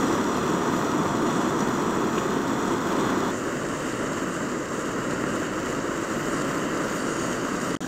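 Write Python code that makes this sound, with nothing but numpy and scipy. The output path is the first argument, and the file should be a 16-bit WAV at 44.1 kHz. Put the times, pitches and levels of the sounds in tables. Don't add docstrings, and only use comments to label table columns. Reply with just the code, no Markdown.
import sys
import numpy as np
from scipy import signal
from scipy.fft import rfft, irfft, next_fast_len
from scipy.io import wavfile
from scipy.ndimage import uniform_filter1d, map_coordinates

SR = 44100
rng = np.random.default_rng(int(sys.argv[2]) if len(sys.argv) > 2 else 0)


def digitize_waveform(pressure):
    field = np.atleast_2d(pressure).T
    bounded = np.clip(field, -1, 1)
    quanta = np.round(bounded * 32767).astype(np.int16)
    wavfile.write(sys.argv[1], SR, quanta)


def rack_gain(trim_db):
    fader = np.asarray(trim_db, float)
    return 10 ** (fader / 20)


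N = 347067
TIME = np.arange(N) / SR


def unit(x):
    return x / np.sqrt(np.mean(x ** 2) + 1e-20)


def wobble(rate_hz):
    knots = rng.standard_normal(int(N * rate_hz / SR) + 4)
    return map_coordinates(knots, [TIME * rate_hz])


def curve(rows):
    return np.interp(TIME, *np.transpose(rows))


def swells(rows):
    return sum(db * np.exp(-((TIME - t_s) / half_s) ** 2) for t_s, db, half_s in rows)


def sloped(points):
    f_hz, level_db = np.transpose(points)
    return lambda hz: rack_gain(np.interp(np.log(hz + 1), np.log(f_hz), level_db, -120, -120))


def resonant(modes, steep):
    def gain(hz):
        power = sum(rack_gain(2 * db) / (1 + (2 * (hz - f_hz) / width_hz) ** 2) ** steep
                    for f_hz, width_hz, db in modes)
        return np.sqrt(power)
    return gain


def coloured(x, gain):
    m = next_fast_len(N + 8192)
    spectrum = rfft(x, m) * gain(np.fft.rfftfreq(m, 1 / SR))
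    return unit(irfft(spectrum, m)[:N])


def patchy(x, depth_db):
    z = signal.stft(x, nperseg=512)[2]
    field = uniform_filter1d(rng.standard_normal(z.shape), 8, 0)
    field = uniform_filter1d(field, 10, 1)
    return signal.istft(z * rack_gain(depth_db * unit(field)), nperseg=512)[1][:N]


# start t/s, end t/s
PLACE_SPANS = [
    (0, 3.312),
    (3.312, 7.79),
    (7.79, 7.87),
]
# roar, low jet, high jet, edge jet, whistle, air, side gap [all level/dB]
LAYER_LEVELS = [
    (-24.5, -44.5, -44.5, -57.5, -64, -53.5, -49.5),
    (-27.5, -46, -45, -60.5, -65.5, -57.5, -47.5),
    (-31.5, -47, -46, -58, -64, -55, -62),
]


def heard(x, gains, layer):
    out = np.zeros(N)
    for (start_s, end_s), gain, levels_db in zip(PLACE_SPANS, gains, LAYER_LEVELS):
        here = (TIME >= start_s) & (TIME < end_s)
        out += here * rack_gain(levels_db[layer]) * coloured(x, gain)
    return out


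def ignitions(rate_hz, spread_db):
    lit = rng.random(N) < rate_hz / SR
    return unit(lit * rack_gain(spread_db * rng.standard_normal(N)))


# t/s, level over usual kicks/dB
BACKFIRE_KICKS = [
    (1.0576, 24),
    (1.0628, 26.5),
    (5.2402, 26),
]


def flame_kicks():
    kicks = ignitions(rate_hz=6000, spread_db=2.5)
    for t_s, db in BACKFIRE_KICKS:
        kicks[round(t_s * SR)] += rack_gain(db)
    return kicks


# f/Hz, level/dB per Hz
ROAR_SPECTRA = [
    [(12, -47), (20, -19), (49, -24.5), (217, -2.5), (368, -2), (470, -9), (520, -10.5), (625, -14.5),
     (706, -12), (782, -17.5), (920, -10), (1250, -10.5), (1730, -21), (1920, -21), (2600, -39.5),
     (3380, -54), (5720, -120)],
    [(12, -47), (20, -19), (80, -19.5), (130, -8.5), (212, -5.5), (250, -3), (332, -2.5), (424, -7),
     (576, -8), (798, -20.5), (1040, -12.5), (1350, -11), (1730, -17.5), (1940, -17), (2350, -31.5),
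     (3380, -53), (5720, -120)],
    [(35, -51), (60, -20), (295, 1.5), (546, -13), (713, -14), (849, -17), (1620, -12), (2600, -51),
     (3380, -75), (5720, -120)],
]


def roar(kicks, flicker, gas_db):
    drive = kicks + .4 * rng.standard_normal(N)
    drive = heard(drive, [sloped(points) for points in ROAR_SPECTRA], layer=0)
    return rack_gain(0.43 * flicker + 0.85 * gas_db) * drive


def spatter(rate_hz, spread_db, t60_s):
    decay = rack_gain(-60 * TIME[:SR // 20] / t60_s)
    puffs = np.convolve(ignitions(rate_hz, spread_db), decay)[:N]
    return unit(puffs * rng.standard_normal(N))


# f/Hz, width/Hz, level/dB
LOW_JET_MODES = [
    [(2550, 290, -2), (2900, 320, -2.5), (3410, 450, 2), (4210, 200, -2.5), (4970, 190, -5)],
    [(2800, 390, -2), (3030, 250, -5.5), (3770, 240, -10), (4390, 280, -11.5), (4900, 470, -11)],
    [(3120, 950, 3), (4300, 500, -7)],
]
# f/Hz, width/Hz, level/dB
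HIGH_JET_MODES = [
    [(5580, 300, -5), (5910, 370, -1.5), (6350, 130, -13), (6700, 300, -1.5), (6920, 340, -1),
     (7390, 280, -1), (7800, 300, -3.5)],
    [(5700, 470, -5.5), (6570, 710, -2), (6970, 430, -2.5), (7410, 650, 0.5)],
    [(5800, 620, 0), (7000, 700, 4)],
]
# f/Hz, width/Hz, level/dB
EDGE_JET_MODES = [
    [(8250, 200, -3), (8640, 400, 2)],
    [(8170, 590, 1), (8550, 600, -1), (9360, 700, -3.5), (10900, 500, -19)],
    [(8500, 900, 0)],
]


def jet(kicks, drops, flicker, gas_db, surge_db):
    low = patchy(0.49 * kicks + 0.31 * drops + rng.standard_normal(N), depth_db=0.64)
    low = heard(low, [resonant(modes, steep=1.3) for modes in LOW_JET_MODES], layer=1)
    low *= rack_gain(0.45 * flicker + 0.93 * gas_db + .1 * surge_db)

    treble = patchy(.25 * kicks + 0.19 * drops + rng.standard_normal(N), depth_db=0.73)
    high = heard(treble, [resonant(modes, steep=1.51) for modes in HIGH_JET_MODES], layer=2)
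    high *= rack_gain(.85 * flicker + .15 * gas_db + 0.21 * surge_db)
    edge = heard(treble, [resonant(modes, steep=1.8) for modes in EDGE_JET_MODES], layer=3)
    edge *= rack_gain(0.59 * flicker + .3 * gas_db + surge_db - 5.5)
    return low + high + edge


# f/Hz, width/Hz, level/dB
SIDE_GAP_MODES = [
    [(5800, 300, 3), (7630, 280, -6), (4150, 250, -8)],
    [(4700, 440, -3), (5760, 320, -3.5), (6660, 400, 2), (9000, 500, -7.5)],
    [(5800, 500, 0)],
]
# t/s, level/dB
GAP_FACING = [
    (0, 0.5),
    (1.5, -5),
    (2.3, -9),
    (5.8, -12),
    (6.3, -6),
    (6.7, -8),
    (7.0, 2),
    (7.75, 0),
]


def side_gap(drops, flicker):
    hiss = patchy(.2 * drops + rng.standard_normal(N), depth_db=3.0)
    hiss = heard(hiss, [resonant(modes, steep=1.6) for modes in SIDE_GAP_MODES], layer=6)
    return rack_gain(.85 * flicker + curve(GAP_FACING)) * hiss


# f/Hz, width/Hz, level/dB
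WHISTLE_MODES = [
    [(13830, 350, 5), (14700, 300, -9)],
    [(13000, 700, -10), (13780, 450, 0)],
    [(13800, 700, 0)],
]
# t/s, swell level/dB, half length/s
VALVE_SWELLS = [(0, 5, .1), (.33, -4, .15), (.77, 4, .09), (1.43, -3, .05), (2.15, 3, .2), (2.9, 2.5, .2),
                (3.9, 4, .09), (4.08, -5, .04), (4.27, 3, .09), (4.52, -3, .09), (5.1, -5, .09),
                (6.2, 8, .15), (6.55, 5, .12), (6.95, 9, .08), (7.1, -4, .05), (7.35, 5, .12),
                (7.66, 7, .07)]


def valve(flicker):
    whistle = patchy(rng.standard_normal(N), depth_db=1.1)
    whistle = heard(whistle, [resonant(modes, steep=1.5) for modes in WHISTLE_MODES], layer=4)
    return rack_gain(.9 * flicker + swells(VALVE_SWELLS)) * whistle


# f/Hz, level/dB per Hz
AIR_SPECTRUM = [(2000, -42), (4000, 3), (9500, -5), (12200, -4), (13200, -3), (14400, -5), (15800, -6)]


def air(drops, flicker, gas_db, surge_db):
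    hiss = patchy(rng.standard_normal(N) + 0.41 * drops, depth_db=1.5)
    hiss = heard(hiss, [sloped(AIR_SPECTRUM)] * len(PLACE_SPANS), layer=5)
    return rack_gain(.9 * flicker + .8 * gas_db + .1 * surge_db) * hiss


# t/s, peak level/dB, f/Hz, t60/s
BUBBLE_POPS = [
    (2.1795, -21, 2600, .009),
    (2.1806, -30, 3200, .006),
    (2.184, -19, 2900, .007),
    (7.7425, -30, 3200, .008),
    (7.763, -16, 3100, 0.0088),
    (7.8305, -30, 3100, .006),
    (7.8340, -33, 3500, .006),
]


def sauce():
    out = np.zeros(N + SR)
    t = np.arange(SR // 20) / SR
    onset = 1 - np.exp(-t / .0003)
    for t_s, db, f_hz, t60_s in BUBBLE_POPS:
        ring = rack_gain(db - 60 * t / t60_s) * onset * np.sin(2 * np.pi * f_hz * t)
        out[round(t_s * SR):][:len(t)] += ring
    return out[:N]


# t/s, level/dB
GAS_FLOW = [(0, 1.5), (.4, 0), (1.35, 0.5), (2.1, -0.5), (2.8, -0.5), (3.02, 2), (3.25, 1.5), (3.36, -1.5),
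            (3.82, 0.5), (4.55, -1.1), (4.7, -2.5), (5.1, 0.2), (5.75, 0), (5.85, -0.5), (6.4, 1.3),
            (6.95, 1), (7.12, 0.2), (7.7, 0.8)]
# t/s, swell level/dB, half length/s
EDGE_SURGES = [(0, 5, .1), (1.35, 7, 0.049), (2.06, -1, .08), (3.0, 4, .1), (3.36, 8, .05), (3.7, 6, 0.14),
               (3.9, 9, 0.21), (4.33, 12, 0.052), (4.82, 6, 0.088), (5.12, 4, 0.075), (5.35, 10, 0.056),
               (5.68, 0, 0.049), (6.05, 6, 0.17), (6.38, 10.5, 0.13), (6.62, 4, .09), (7.0, 10, 0.12),
               (7.25, 9.5, 0.16), (7.7, 9, 0.13)]


def scene():
    kicks = flame_kicks()
    flicker = .6 * wobble(7) + .7 * wobble(18) + .7 * wobble(60)
    gas_db = curve(GAS_FLOW)
    surge_db = swells(EDGE_SURGES)
    drops = spatter(rate_hz=70, spread_db=3.2, t60_s=.012)
    mix = roar(kicks, flicker, gas_db)
    mix += jet(kicks, drops, flicker, gas_db, surge_db)
    mix += side_gap(drops, flicker)
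    mix += valve(flicker)
    mix += air(drops, flicker, gas_db, surge_db)
    mix += sauce()
    return mix[None]


def roll_off(x):
    return signal.sosfilt(signal.butter(12, 15740, fs=SR, output="sos"), x)


def record(dry):
    stutter_s, cut_s, mute_s, back_s = 7.7535, 7.7709, 7.7888, 7.8056
    depth_db, recover_s, residue_db = -32, .008, -47
    stutter = rack_gain(depth_db * np.exp(-np.abs(TIME - stutter_s) / recover_s))
    before = [TIME < s for s in (stutter_s, cut_s, mute_s, back_s)]
    gain = np.select(before, [1, stutter, rack_gain(residue_db), 0], 1)
    gain = uniform_filter1d(gain, size=15)
    return roll_off(dry * gain)


dry = scene()
out = record(dry)
digitize_waveform(out)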